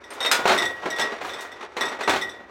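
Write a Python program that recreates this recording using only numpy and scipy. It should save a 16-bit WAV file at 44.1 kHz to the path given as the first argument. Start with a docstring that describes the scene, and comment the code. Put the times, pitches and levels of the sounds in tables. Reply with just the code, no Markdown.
"""Glass jars on a baking tray

Empty jars and their metal lids ride on a tray that is shifted about on a kitchen counter.
Rims clink and ring, bases knock on the tray, and the sliding metal scrapes and sets the glass buzzing.
The counter thumps under the heavier shoves; a small kitchen answers over a quiet room tone."""
import sys
import numpy as np
from scipy import signal
from scipy.fft import rfft, irfft, next_fast_len
from scipy.io import wavfile

SR = 44100
rng = np.random.default_rng(int(sys.argv[2]) if len(sys.argv) > 2 else 0)


def output_pcm(signal):
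    """Save a mono or channel-first signal as 16-bit PCM at the path in sys.argv[1].

    Samples are clipped to [-1, 1] before scaling.
    """
    pcm = np.clip(np.atleast_2d(signal).T, -1, 1) * 32767
    wavfile.write(sys.argv[1], SR, np.round(pcm).astype(np.int16))


N = 110250
T = np.arange(SR * 3 // 4) / SR  # time within one hit [s]

# rim against rim (time [s], level [dB], boost of the two lowest modes [dB])
CLINKS = [(0.0404, -43.5, 2), (.578, -21, -3), (.586, -20.5, -4), (.6215, -27.5, 11), (.654, -23.5, 0),
          (.903, -25, -23), (.921, -38.5, 22.5), (.962, -32, -25), (.9956, -24.5, -23), (1.014, -23, 6),
          (1.058, -41.5, 16), (1.2935, -35, 6), (1.3349, -33.5, -14), (1.385, -38, 8.5), (1.5177, -40, 6),
          (1.8097, -21, 0.5), (1.8545, -28, 5), (1.885, -31.5, 2), (2.033, -30.5, 6.5), (2.0946, -24, 5),
          (2.2128, -27.5, -1), (2.222, -28, 5.5), (2.2931, -35, 7.5)]
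# taps on a slightly higher jar (time [s], level [dB])
TAPS = [(.2045, -23.5), (.2284, -25.5), (.261, -20)]
# hard clashes of two jar walls (time [s], level [dB])
CLASHES = [(.1047, -41.5), (0.3142, -18.5)]
# a jar's lowest mode, singing on after a clink (frequency [Hz], level [dB], t60 [s])
SINGING_MODE = [(1905, -10, .75)]
# clinking rims (frequency [Hz], level [dB], t60 [s])
RIM_MODES = [(1929, -18.5, 1), (2000, -10, 0.2), (3510, -10.5, 0.32), (3515, -16, 0.24), (3730, -14, 0.13),
             (5253, -14.5, 0.17), (5560, -32, 0.12), (5940, -23, 0.11), (7810, -16.5, 0.12),
             (7830, -26, 0.17), (8400, -24.5, 0.2)]
# the higher jar (frequency [Hz], level [dB], t60 [s])
HIGH_JAR_MODES = [(1930, -10.5, 1), (3512, -14, 0.21), (3713, 1.5, 0.13), (5400, -13.5, 0.2),
                  (8300, -17.5, .12), (9880, -27, 0.099), (12540, -29, .1)]
# clashing walls (frequency [Hz], level [dB], t60 [s])
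WALL_MODES = [(1380, -4, 0.089), (1447, -6.5, 0.57), (3490, -7, 0.35), (5020, -4.5, 0.19),
              (5460, -10.5, 0.16), (6220, -4, 0.062), (7670, -6, 0.085), (8740, -5.5, 0.11),
              (10060, -15, 0.089), (11480, -20, 0.18), (12630, -13.5, 0.089)]
# a loose lid (frequency [Hz], level [dB], t60 [s])
LID_MODES = [(2640, 3.5, .12), (3120, -8, .1)]
# crowded modes of all the touching jars (centre [Hz], half width [Hz], level [dB])
MODE_GROUPS = [(1952, 54, 17), (3632, 200, 12.5), (5716, 254, 4.5), (8100, 250, -5.5), (9800, 220, -10),
               (10920, 150, -13.5), (11530, 130, -14), (12270, 180, -15), (13700, 190, -18),
               (15200, 210, -21)]
# bases and lids hitting the tray (time [s], level [dB], brightness [dB/octave])
KNOCKS = [(0.1037, -31.5, 0.5), (.1321, -45, 12), (.204, -27.5, 1.5), (0.248, -22, 2), (0.3143, -14.5, 5),
          (.345, -22.5, 4), (.39, -24, -1.5), (0.4548, -16.5, -0.5), (.476, -19, 3), (0.495, -14, 0),
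          (.517, -18.5, 1.5), (0.545, -29, 4.5), (0.6212, -23.5, 1), (0.8248, -27.5, -2), (.856, -22, -1.5),
          (0.985, -25.5, 2.5), (0.995, -23.5, 2), (1.018, -24.5, -6), (1.116, -28.5, -1),
          (1.211, -27.5, -0.5), (1.245, -28, 0), (1.267, -49, 16), (1.283, -31.5, 1), (1.407, -39.5, 11),
          (1.767, -24, 0.5), (1.808, -24.5, -0.5), (1.853, -27.5, -3), (1.916, -27.5, -1),
          (1.987, -28, -1.5), (2.0071, -26.5, 1), (2.0763, -15, -1), (2.0947, -18, 2), (2.135, -22, 1),
          (2.16, -23, 1), (2.389, -29.5, -3.5), (2.4807, -33, -1.5)]
# the loaded tray (frequency [Hz], level [dB], t60 [s])
TRAY_MODES = [(383.2, -6, 0.34), (509, -24, 0.28), (684, -4.5, 0.15), (1038, -12, 0.09), (1120, -5, 0.063)]
# tone of a knock's clatter (frequency [Hz], level [dB])
CLATTER_EQ = [(40, -45.5), (150, -20), (260, -5.5), (380, -0.5), (800, 1.5), (1400, -2), (2300, -6),
              (3000, -11), (4200, -13.5), (4900, -20), (6500, -22), (8800, -29), (10300, -35.5),
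              (15500, -40)]
# decay of that clatter (frequency [Hz], t60 [s])
CLATTER_DECAY = [(100, 0.25), (400, 0.15), (1500, 0.19), (5000, 0.19), (14000, 0.2)]
# fader curve of the sliding tray (time [s], level [dB])
SLIDE_FADER = [(0, -51.5), (.1, -47.5), (.27, -31), (.44, -37), (.52, -21.5), (.66, -35.5), (0.759, -43),
               (0.952, -36), (1.03, -29), (1.18, -41.5), (1.32, -36.5), (1.42, -38), (1.5, -44.5),
               (1.606, -43.5), (1.611, -35), (1.654, -37), (1.675, -53), (1.75, -48), (1.83, -30.5),
               (1.97, -41.5), (2.14, -33), (2.25, -41), (2.5, -58.5)]
# tone of the scraping metal (frequency [Hz], level [dB])
SCRAPE_EQ = [(40, -34), (160, -18.5), (370, 1.5), (1200, 0.5), (2200, -6), (3000, -12), (6500, -23),
             (10000, -38), (16000, -59)]
# shoves that shake the counter (time [s], level [dB])
THUMPS = [(0.393, -48), (0.467, -46.5), (0.626, -47.5), (1.228, -50), (2.086, -43)]
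# dull body of the counter (frequency [Hz], level [dB])
COUNTER_EQ = [(25, -14), (80, 7), (130, 8), (400, -18)]
# reverb time of the kitchen (frequency [Hz], t60 [s])
KITCHEN_DECAY = [(150, 0.68), (1000, 0.31), (4000, 0.24), (14000, 0.1)]
# room tone (frequency [Hz], level [dB])
ROOM_TONE_EQ = [(20, -24), (80, -1), (150, -15), (380, 0.5), (2000, -6.5), (4000, -41), (16000, -66)]

CRACK_T60 = 0.0035  # the snap at the front of a hit [s]


def jars():
    """Struck glass and one lid ring in their modes; each rim clink damps the one before."""
    out = np.zeros(N)
    gaps = np.diff([row[0] for row in CLINKS], append=N / SR)
    for (s, db, low_db), gap in zip(CLINKS, gaps):
        damping = fade(np.maximum(T - gap, 0), t60=0.31)
        rim = ring(SINGING_MODE + RIM_MODES + glints(), low_db)
        add(out, s, amp(db) * (rim * damping + neighbours()))
    for s, db in TAPS:
        add(out, s, amp(db) * (ring(HIGH_JAR_MODES) + amp(-3.5) * neighbours()))
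    for s, db in CLASHES:
        add(out, s, amp(db) * ring(WALL_MODES))
    add(out, 0.2475, amp(-25.5) * ring(LID_MODES))  # the lid pings once
    return out


def glints(per_group=3, trim_db=-25.5, t60=0.19):
    """Sparkle: each clink picks its own thin partials around the high mode groups."""
    return [(hz + width * offset, db + trim_db, t60)
            for hz, width, db in MODE_GROUPS[4:]
            for offset in 2 * rng.standard_normal(per_group)]


def neighbours():
    """Touching jars ring briefly along, over the bright grit of the contact."""
    envelope = fade(T, t60=0.11) + 0.5 * fade(T, CRACK_T60)
    burst, grit = rng.standard_normal((2, len(T))) * envelope
    shimmer = colour(burst, glass_eq(shift=0.02))
    return amp(-3) * shimmer + amp(-16) * colour(grit, CLATTER_EQ, tilt=7.3)


def glass_eq(shift=0):
    """One resonant peak per mode group; shift detunes them at random, the high ones most."""
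    centre, width, db = np.transpose(MODE_GROUPS)
    centre = centre * (1 + shift * centre / centre[-1] * rng.standard_normal(len(centre)))
    hz = np.linspace(0, SR / 2, 1025)
    peaks = amp(db) / (1 + ((hz[:, None] - centre) / width) ** 2) ** 1.24
    return np.column_stack([hz, 20 * np.log10(peaks.sum(axis=1))])


def knocks():
    """Bases and lids hit the tray: a crack, a dense clatter and the damped ring of the metal."""
    out = np.zeros(N)
    for s, db, tilt in KNOCKS:
        crack = amp(2) * rng.standard_normal(len(T)) * fade(T, CRACK_T60)
        clatter = colour(dying_noise(CLATTER_DECAY) + crack, CLATTER_EQ, tilt)
        tray = amp(-12 - tilt) * ring(TRAY_MODES)  # a brighter knock moves the tray less
        # a weak, dull knock is a soft shove that swells in
        attack_s = 0.0036 * np.exp(0.3445 * (-23 - db) - 0.6 * tilt)
        add(out, s, amp(db) * (clatter + tray) * (1 - fade(T, attack_s)))
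    return out


def slide(contacts_per_s=900, spread_db=3.5, contact_t60=0.063):
    """The sliding tray makes many tiny contacts that scrape on the metal and buzz in the jars."""
    contacts = (rng.random(N) < contacts_per_s / SR) * amp(spread_db * rng.standard_normal(N))
    energy = signal.fftconvolve(contacts ** 2, fade(T, contact_t60) ** 2)[:N]
    chatter = np.sqrt(np.abs(energy)) * rng.standard_normal((2, N))
    scrape = unit(colour(chatter[0], SCRAPE_EQ))
    buzz = unit(colour(chatter[1], glass_eq()))
    fader_db = np.interp(np.arange(N) / SR, *np.transpose(SLIDE_FADER))
    return amp(fader_db) * (scrape + amp(-14.5) * buzz)


def counter():
    """The worktop gives a low thump under the heavier shoves."""
    out = np.zeros(N)
    envelope = (1 - fade(T, t60=0.034)) * fade(T, t60=0.59)
    for s, db in THUMPS:
        rumble = unit(colour(rng.standard_normal(len(T)), COUNTER_EQ))
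        add(out, s, amp(db) * rumble * envelope)
    return out


def kitchen(x, tails=14):
    """Short, even reverb off hard nearby surfaces, crossfaded between several random tails."""
    out = np.zeros(N)
    tail_index = np.linspace(0, tails - 1, N)
    for k in range(tails):
        tail = dying_noise(KITCHEN_DECAY) * (1 - fade(T, t60=0.005))
        send = np.sqrt(np.maximum(1 - abs(tail_index - k), 0))
        active = np.flatnonzero(send)
        wet = signal.fftconvolve((x * send)[active], tail / np.linalg.norm(tail))
        add(out, active[0] / SR, wet)
    return out


def room_tone():
    """A steady bed of dark noise."""
    return colour(rng.standard_normal(N), ROOM_TONE_EQ)


def ring(modes, low_db=0, scatter_db=3, detune=0.0018):
    """Damped sine modes; every point of contact weights and tunes them a little differently."""
    hz, db, t60 = np.transpose(modes)
    level_draw, pitch_draw, polarity_draw = rng.standard_normal((3, len(hz)))
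    db = db + scatter_db * level_draw
    db[:2] += low_db
    hz = hz * (1 + detune * pitch_draw)
    partials = np.sin(2 * np.pi * hz[:, None] * T) * fade(T, t60[:, None])
    return (amp(db) * np.sign(polarity_draw)) @ partials


def dying_noise(decay):
    """A wash of countless close modes, each band dying at its own speed."""
    hz, t, bands = signal.stft(rng.standard_normal(len(T)), SR, nperseg=256)
    bands *= fade(t, along(decay, hz)[:, None])
    return signal.istft(bands, SR, nperseg=256)[1][:len(T)]


def colour(x, eq, tilt=0, size=2048):
    """Unit-energy EQ, tilted in dB per octave."""
    hz = np.fft.rfftfreq(size, 1 / SR)
    db = along(eq, hz) + tilt * np.log2(np.clip(hz, 200, 9000))
    # minimum phase, so nothing rings ahead of a hit
    cepstrum = irfft(np.log(amp(db)))
    cepstrum[1:size // 2] *= 2
    cepstrum[size // 2 + 1:] = 0
    impulse = irfft(np.exp(rfft(cepstrum)))
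    return signal.fftconvolve(x, impulse / np.linalg.norm(impulse))[:len(x)]


def along(curve, hz):
    """Read a curve on a log frequency axis."""
    knots_hz, values = np.transpose(curve)
    return np.interp(np.log(hz + 1), np.log(knots_hz + 1), values)


def fade(t, t60):
    """Decay by 60 dB in t60 seconds."""
    return np.exp(-np.log(1000) * t / np.maximum(t60, 1e-3))


def amp(db):
    """Decibels to gain."""
    return 10 ** (np.asarray(db) / 20)


def unit(x):
    """Scale to rms 1."""
    return x / np.sqrt(np.mean(x ** 2) + 1e-20)


def add(track, s, sound):
    """Mix a sound into the track at s seconds."""
    start = int(np.clip(round(s * SR), 0, N - 1))
    track[start:start + len(sound)] += sound[:N - start]


def scene():
    """Mono mix: jars and tray up front, kitchen reverb behind, room tone underneath."""
    close = jars() + knocks() + slide() + counter()
    bed = amp(-51) * room_tone()
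    reverb = amp(-11) * kitchen(close)
    return (amp(0.5) * (close + reverb) + bed)[None]


def record(dry):
    """A brick-wall high cut at 16 kHz."""
    size = next_fast_len(N + SR // 2)
    passband = np.fft.rfftfreq(size, 1 / SR) < 16000
    return irfft(rfft(dry, size) * passband, size)[..., :N]


dry = scene()
out = record(dry)
output_pcm(out)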